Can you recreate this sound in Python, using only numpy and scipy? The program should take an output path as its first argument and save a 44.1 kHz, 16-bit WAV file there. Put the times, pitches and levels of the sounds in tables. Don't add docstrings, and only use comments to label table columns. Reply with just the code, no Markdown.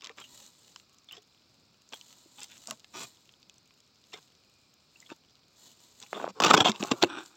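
import sys
import numpy as np
from scipy import signal
from scipy.fft import rfft, irfft
from scipy.io import wavfile

SR = 44100
rng = np.random.default_rng(int(sys.argv[2]) if len(sys.argv) > 2 else 0)


def put_to_file(sound):
    columns = np.atleast_2d(sound).T
    safe = np.clip(columns, -1, 1)
    whole_steps = np.round(safe * 32767)
    wavfile.write(sys.argv[1], SR, whole_steps.astype(np.int16))


N = 324576
FFT_SIZE = 4096
FREQS_HZ = np.maximum(np.arange(FFT_SIZE // 2 + 1) * SR / FFT_SIZE, 1)
TIME_S = np.arange(N) / SR

# frequency in Hz, relative level in dB.
FIBRE_SPECTRUM = [(100, -16), (600, 7), (1300, 2), (1850, -0.5), (2800, 0.5), (4500, -2.5), (7600, -0.5),
                  (9500, -22.5), (15000, -11.5)]
# frequency in Hz, relative level in dB.
SCRATCH_SPECTRUM = [(100, -43), (900, 2), (1800, -2.5), (3200, 5), (5000, 0.5), (7300, 0.5), (9300, -25.5),
                    (15000, -12.5)]


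def undb(db):
    return 10 ** (np.asarray(db) / 20)


def unit(x, samples=None):
    return x / np.sqrt(np.sum(x ** 2) / (samples or len(x)) + 1e-18)


def add(out, start_s, sound):
    start = max(int(start_s * SR), 0)
    part = out[start:start + len(sound)]
    part += sound[:len(part)]


def spectrum(points):
    hz, db = np.transpose(points)
    return np.interp(np.log(FREQS_HZ), np.log(hz), db)


def hump(hz):
    return -np.log2(1 + (2 * np.log2(FREQS_HZ / hz)) ** 2)


def ripple(count=130):
    knots = rng.standard_normal(count)
    return np.interp(np.sqrt(FREQS_HZ / FREQS_HZ[-1]), np.linspace(0, 1, count), knots)


def wander(rate_hz):
    knots = rng.standard_normal(int(rate_hz * N / SR) + 2)
    return np.interp(TIME_S * rate_hz, np.arange(len(knots)), knots)


def colour(x, db):
    cepstrum = irfft(np.log(undb(db)))
    cepstrum[1:FFT_SIZE // 2] *= 2
    cepstrum[FFT_SIZE // 2 + 1:] = 0
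    response = irfft(np.exp(rfft(cepstrum)))[:FFT_SIZE // 2]
    return signal.fftconvolve(x, response)


def grains(samples, rate_hz, spread_db):
    timing, strength, polarity = rng.random((samples, 3)).T
    sizes = undb(-spread_db * np.log(np.maximum(strength, np.exp(-4))))
    return unit((timing < rate_hz / SR) * sizes * np.sign(polarity - .5))


def air(hiss_db=-67.5, murmur_db=-72):
    # frequency in Hz, relative level in dB.
    hiss_spectrum = [(25, -8), (60, -10.5), (110, -2), (250, 1.5), (600, -13), (1300, -4.5), (1900, -14),
                     (2450, -4.5), (3100, -10.5), (4000, -1.5), (5100, -1), (7200, -23.5), (9000, -79),
                     (15000, -22)]
    murmur_spectrum = [(30, -6), (110, -1.0), (280, -7), (700, -11.5), (3000, -38)]
    hiss = unit(colour(rng.standard_normal(N), spectrum(hiss_spectrum))[:N])
    murmur = unit(colour(rng.standard_normal(N), spectrum(murmur_spectrum))[:N])
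    stir_db = 1.2 * wander(rate_hz=6)
    return undb(hiss_db) * hiss + undb(murmur_db + stir_db) * murmur


def whistles():
    # start in seconds, length in seconds, pitch in Hz, half-width in Hz, level in dB.
    events = [(.88, .18, 1180, 130, -73), (4.33, .6, 2450, 90, -79)]
    out = np.zeros(N)
    for start_s, length_s, hz, width_hz, db in events:
        band_db = -20 * np.log10(1 + ((FREQS_HZ - hz) / width_hz) ** 4)
        tone = unit(colour(rng.standard_normal(SR), band_db))
        swell = np.hanning(int(length_s * SR)) ** .5
        add(out, start_s, undb(db) * swell * tone[:len(swell)])
    return out


def rustle_db(crawl_db=-76, attack_s=0.032, arch_db=1.5, release_s=0.046, settle_db=-10.5, settle_s=0.14):
    # start in seconds, length in seconds, level in dB.
    rubs = [(0.204, 0.08, -61.5), (0.32, 0.16, -55.5), (0.545, 0.25, -64), (1.942, 0.28, -60),
            (2.27, 0.089, -63.5), (2.381, 0.063, -54.5), (2.499, 0.24, -60), (2.984, 0.052, -46),
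            (4.102, 0.15, -65.5), (4.95, 0.19, -66.5), (5.597, 0.096, -56), (5.8, 0.22, -63),
            (5.99, 0.22, -59), (6.814, 0.072, -50.5), (6.967, 0.075, -57.5), (7.196, 0.079, -59)]
    power = undb(crawl_db) ** 2
    for start_s, length_s, db in rubs:
        t = TIME_S - start_s
        before_s, after_s = np.maximum(-t, 0), np.maximum(t - length_s, 0)
        swell_db = arch_db * (np.sin(np.pi * np.clip(t / length_s, 0, 1)) - .5)
        release = np.maximum(np.exp(-after_s / release_s), undb(settle_db) * np.exp(-after_s / settle_s))
        power = power + (undb(db + swell_db) * np.exp(-before_s / attack_s) * release) ** 2
    return 10 * np.log10(power)


def swishes(cloth_db, ripple_db=6.5, drift_db=2, prickle_db=-9.5, flicker_db=1):
    # frequency in Hz, relative level in dB.
    swish_spectrum = [(40, -11), (250, -1.5), (900, -10), (1800, -14.5), (2400, -14), (3400, -5), (4150, 2),
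                      (4800, -6.5), (6200, -3), (7200, -1), (8200, -9.5), (9400, -21.5), (11000, -20),
                      (15000, -15)]
    swish = 0
    for _ in range(3):
        friction = grains(N, rate_hz=2200, spread_db=5.5)
        surface = colour(friction, spectrum(swish_spectrum) + ripple_db * ripple())[:N]
        swish = swish + unit(surface) * undb(drift_db * wander(rate_hz=6))
    catches = grains(N, rate_hz=140, spread_db=6.2)
    prickle = colour(catches, spectrum(SCRATCH_SPECTRUM) + ripple_db * ripple())[:N]
    mix = unit(swish) + undb(prickle_db) * unit(prickle)
    return unit(mix) * undb(cloth_db + flicker_db * wander(rate_hz=33))


def footfalls(cloth_db, level_db=-73, follow=0.24, scratch_s=0.00072, focus_db=4, ripple_db=3):
    leaves, t = 0, np.arange(SR // 100) / SR
    for hz in np.geomspace(2800, 13000, 12):
        scratch = np.exp(-t / scratch_s) * rng.standard_normal(len(t))
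        steps = signal.fftconvolve(grains(N, rate_hz=3, spread_db=4), scratch)
        leaf_db = spectrum(SCRATCH_SPECTRUM) + focus_db * hump(hz) + ripple_db * ripple()
        leaves = leaves + unit(colour(steps, leaf_db)[:N])
    return unit(leaves) * undb(level_db + follow * (cloth_db - np.median(cloth_db)))


def stalks(half_width_hz=130, slip_s=0.01, rasp_db=-18, gain_db=-1):
    # start in seconds, relative level in dB, pitch in Hz.
    events = [(0.212, -46.5, 3200), (0.24, -47, 2890), (1.087, -46.5, 3430), (1.11, -44.5, 2850),
              (1.127, -43, 3060), (1.168, -50.5, 3400), (1.934, -41.5, 3300), (4.123, -54, 2750),
              (4.136, -42.5, 3570), (4.138, -45, 2170), (4.957, -54.5, 2720), (5.024, -54, 2020),
              (5.061, -53, 3350), (5.111, -54, 3570)]
    # multiple of the pitch, relative level in dB.
    bending_modes = [(.35, -25), (.66, -7), (.84, -17), (1, 14), (1.03, -4), (1.25, -6)]
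    out, t = np.zeros(N), np.arange(SR // 30) / SR
    for start_s, db, hz in events:
        slip = np.exp(-t / slip_s) * rng.standard_normal(len(t))
        resonance = sum(undb(mode_db) / (1 + ((FREQS_HZ - hz * multiple) / half_width_hz) ** 2)
                        for multiple, mode_db in bending_modes)
        twang = colour(slip, 20 * np.log10(resonance + undb(rasp_db)) + spectrum(FIBRE_SPECTRUM))
        add(out, start_s, undb(db + gain_db) * unit(twang, samples=353))
    return out


def scrape():
    # time in seconds, level in dB.
    envelope = [(7.04, -110), (7.075, -60), (7.098, -39.5), (7.16, -40), (7.188, -39), (7.215, -49),
                (7.27, -63), (7.35, -62.5)]
    # frequency in Hz, width in Hz, relative level in dB.
    stick_modes = [(333, 83, 2), (914, 400, -7), (1210, 150, -10), (1430, 290, -2), (2460, 220, -10),
                   (2780, 690, -16), (3550, 570, -11.5), (5680, 500, -20.5), (7970, 410, -23)]
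    power = sum(undb(db) ** 2 / (1 + (2 * (FREQS_HZ - hz) / width_hz) ** 2) ** 1.88
                for hz, width_hz, db in stick_modes)
    catches = grains(N, rate_hz=2500, spread_db=4)
    level_db = np.interp(TIME_S, *np.transpose(envelope))
    return unit(colour(catches, 10 * np.log10(power))[:N]) * undb(level_db)


def knocks(overtone_ratio=1.715, overtone_db=-8, contact_s=0.0014, gain_db=-2):
    # start in seconds, relative level in dB, pitch in Hz, T60 in seconds.
    events = [(0.0991, -44.5, 452, 0.053), (0.7607, -50.5, 1040, 0.0079), (1.1763, -49, 418, 0.077),
              (1.9337, -43, 900, 0.028), (2.257, -53.5, 326, 0.044), (2.6825, -42, 680, 0.059),
              (2.7107, -39, 1156, 0.012), (2.716, -42, 634, 0.06), (4.1392, -43.5, 431, 0.046),
              (5.117, -37, 316, 0.018), (6.1302, -28.5, 676, 0.004), (6.1672, -35.5, 634, 0.0083),
              (6.177, -35.5, 710, 0.0065), (6.1993, -33.5, 850, 0.0074), (6.215, -38, 580, 0.0025),
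              (6.2421, -24.5, 660, 0.0093), (6.2659, -37, 870, 0.0093), (6.2775, -30, 570, 0.0062),
              (6.4025, -19.5, 570, 0.0026), (6.5115, -14, 1290, 0.0043), (6.5401, -17, 790, 0.0061),
              (6.579, -17.5, 328, 0.016), (6.6125, -25, 710, 0.013), (6.6589, -20.5, 738, 0.035),
              (6.6909, -18.5, 216, 0.07), (6.802, -29, 204, 0.076), (6.828, -24.5, 330, 0.016),
              (6.9154, -16.5, 268, 0.027), (6.9322, -29, 348, 0.052), (7.0315, -17, 348, 0.063),
              (7.0358, -16.5, 830, 0.0045), (7.0434, -23.5, 300, 0.025)]
    out, t = np.zeros(N), np.arange(SR // 8) / SR
    for start_s, db, hz, t60_s in events:
        phase = 2 * np.pi * hz * t
        modes = np.cos(phase) + undb(overtone_db) * np.cos(overtone_ratio * phase)
        ring = -modes * np.exp(-np.log(1000) * t / t60_s) * (1 - np.exp(-t / contact_s))
        ring = signal.sosfilt(signal.butter(2, hz / 2, "high", fs=SR, output="sos"), ring)
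        add(out, start_s, undb(db + gain_db) * unit(ring, samples=264))
    return out


def snaps(tear_s=0.00038, splinter_s=0.00069, fray_gain=0.16, focus_db=5.5, ripple_db=4, gain_db=-1):
    # break time in seconds, relative level in dB, pitch in Hz.
    events = [(0.0098, -49.5, 3700), (0.0215, -43.5, 3570), (0.0374, -50, 3630), (0.0445, -37, 3700),
              (0.0515, -39.5, 3740), (0.0606, -43, 3640), (0.0714, -39, 2700), (0.0946, -41, 2140),
              (0.185, -44, 2080), (0.2015, -49, 11000), (0.4642, -49, 6460), (0.7611, -40.5, 3300),
              (0.985, -55, 6450), (1.124, -48, 11700), (1.8905, -53.5, 6900), (1.9258, -44.5, 4330),
              (1.9345, -37, 2980), (1.9419, -45.5, 8240), (1.95, -57, 12000), (2.0122, -43, 3370),
              (2.395, -49, 7000), (2.4046, -44, 8050), (2.4326, -37, 7160), (2.443, -43, 8500),
              (2.519, -48, 2460), (2.6729, -35, 7050), (2.7002, -40, 6300), (2.7098, -32, 3600),
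              (2.7096, -33.5, 10200), (2.845, -45.5, 3700), (3.2924, -51, 3000), (3.4294, -51.5, 3900),
              (3.497, -46, 4100), (3.582, -54, 6450), (3.708, -56.5, 1970), (4.04, -55.5, 3740),
              (4.138, -44, 2900), (4.1748, -51, 3860), (4.2278, -57, 5000), (5.0028, -48, 7300),
              (6.002, -45, 6700), (6.027, -40.5, 5340), (6.0639, -51.5, 2190), (6.1304, -37.5, 2400),
              (6.228, -57, 11000), (6.4021, -23, 3070), (6.4376, -15.5, 3060), (6.4671, -20, 3030),
              (6.5058, -24, 3500), (6.5403, -19, 2130), (6.5465, -18, 4100), (6.718, -29, 3170),
              (6.7602, -38.5, 3430), (6.8272, -27, 2970), (6.8378, -30, 3040), (6.918, -22, 3150),
              (7.0275, -14, 2900), (7.0375, -22, 3060), (7.0454, -26, 2550), (7.2608, -45.5, 6000)]
    out, t = np.zeros(N), np.arange(-(SR // 300), SR // 100) / SR
    for break_s, db, hz in events:
        fraying = np.exp(-np.abs(t) / np.where(t < 0, tear_s, splinter_s))
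        crack = fray_gain * fraying * rng.standard_normal(len(t)) - (t == 0)
        snap = colour(crack, spectrum(FIBRE_SPECTRUM) + focus_db * hump(hz) + ripple_db * ripple())
        add(out, break_s + t[0], undb(db + gain_db) * unit(snap, samples=132))
    return out


def crunches(arch=0.033, rub_gain=0.37, ripple_db=4.5, gain_db=-2):
    # start in seconds, length in seconds, relative level in dB, ground thud in dB, treble in dB.
    events = [(0.015, 0.099, -53.5, 0, -3), (0.175, 0.048, -48, -1, -4), (1.121, 0.065, -53.5, -5, 0),
              (1.922, 0.02, -47, 0.5, -12), (2.379, 0.028, -50.5, -5, -6), (2.413, 0.033, -45.5, -14, 6.5),
              (2.492, 0.075, -56, -14, 0), (2.672, 0.061, -47, 9, 6), (2.94, 0.11, -42, -1, 3),
              (4.131, 0.014, -43, -5, 0), (4.155, 0.035, -53.5, 5, -1), (5.094, 0.034, -46.5, 4.5, 0.5),
              (6.015, 0.033, -50.5, -1.5, 6), (6.13, 0.053, -39.5, 7, -9), (6.184, 0.085, -40.5, 16, -5),
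              (6.287, 0.022, -42, 11, 4.5), (6.353, 0.052, -47.5, 16, 2), (6.403, 0.0056, -20, 19.5, 7),
              (6.419, 0.012, -21, 7, 1), (6.437, 0.016, -16, 1.5, 1.5), (6.458, 0.015, -18, 6, -1.5),
              (6.474, 0.033, -23.5, 2, -2), (6.503, 0.012, -12.5, 7, 0.5), (6.51, 0.02, -22.5, 18, -1),
              (6.534, 0.017, -12, 7, 4), (6.548, 0.02, -27, 17, -3), (6.569, 0.011, -17.5, -1.5, -2),
              (6.58, 0.05, -25, 10, -0.5), (6.603, 0.0069, -12.5, 0, -3.5), (6.648, 0.039, -19, 1.5, -3),
              (6.684, 0.023, -26, 1.5, 3), (6.707, 0.075, -45.5, 7, 2.5), (6.796, 0.016, -38.5, 3, 9),
              (6.82, 0.034, -35, 16, -7), (6.864, 0.084, -42.5, 4, -6), (6.91, 0.015, -23, 1, -2),
              (6.943, 0.099, -49, 19, 6.5), (7.018, 0.011, -23.5, -5, -1), (7.031, 0.0086, -16.5, 10, -29),
              (7.049, 0.035, -42.5, 12, 1)]
    # frequency in Hz, relative level in dB.
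    leaf_spectrum = [(40, -48), (75, -20), (120, -3.5), (230, -3.5), (550, -5), (1100, 2), (1950, -10),
                     (3200, -6), (4400, -11.5), (5500, -10), (7600, -17), (9200, -42.5), (11000, -40),
                     (15000, -34.5)]
    # frequency in Hz, width in Hz, lift in dB.
    litter_modes = [(426, 105, 4.5), (722, 48, 1.5), (1120, 87, 2.5), (1490, 52, 3), (2635, 230, 5),
                    (3510, 180, 4.5), (7300, 320, 5.5)]
    lift_db = sum(db * np.exp(-.5 * ((FREQS_HZ - hz) / width_hz) ** 2) for hz, width_hz, db in litter_modes)
    leaf_db = spectrum(leaf_spectrum) + lift_db
    out = np.zeros(N)
    for start_s, length_s, db, thud_db, treble_db in events:
        edge_s = min(.0013 + .07 * length_s, .007)
        t = np.arange(int((length_s + 6 * edge_s) * SR)) / SR - 3 * edge_s
        press = 1 / (1 + np.exp(-2 * t / edge_s)) / (1 + np.exp(2 * (t - length_s) / edge_s))
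        press *= 1 - arch * np.cos(np.pi * np.clip(t / length_s, 0, 1)) ** 2
        fractures = grains(SR // 2, rate_hz=3600, spread_db=6)
        shower = (fractures + rub_gain * rng.standard_normal(SR // 2))[:len(t)]
        hollow_db = 0.79 * thud_db - 2
        tone_db = spectrum([(100, 0), (240, thud_db), (340, thud_db), (600, hollow_db), (1250, hollow_db),
                            (2000, 0), (3700, 0.005), (5200, treble_db)])
        crunch = colour(press * shower, leaf_db + tone_db + ripple_db * ripple())
        add(out, start_s - 3 * edge_s, undb(db + gain_db) * unit(crunch, samples=length_s * SR))
    return out


def scene():
    cloth_db = rustle_db()
    litter = crunches() + snaps() + knocks() + stalks() + scrape() + swishes(cloth_db) + footfalls(cloth_db)
    return (litter + whistles() + air())[None]


def record(dry, drive=.7, low_cut_hz=75, high_cut_hz=15850):
    rounded = np.tanh(drive * dry) / drive
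    thin = signal.sosfilt(signal.butter(2, low_cut_hz, "high", fs=SR, output="sos"), rounded)
    return signal.sosfilt(signal.ellip(10, .2, 70, high_cut_hz, fs=SR, output="sos"), thin)


dry = scene()
out = record(dry)
put_to_file(out)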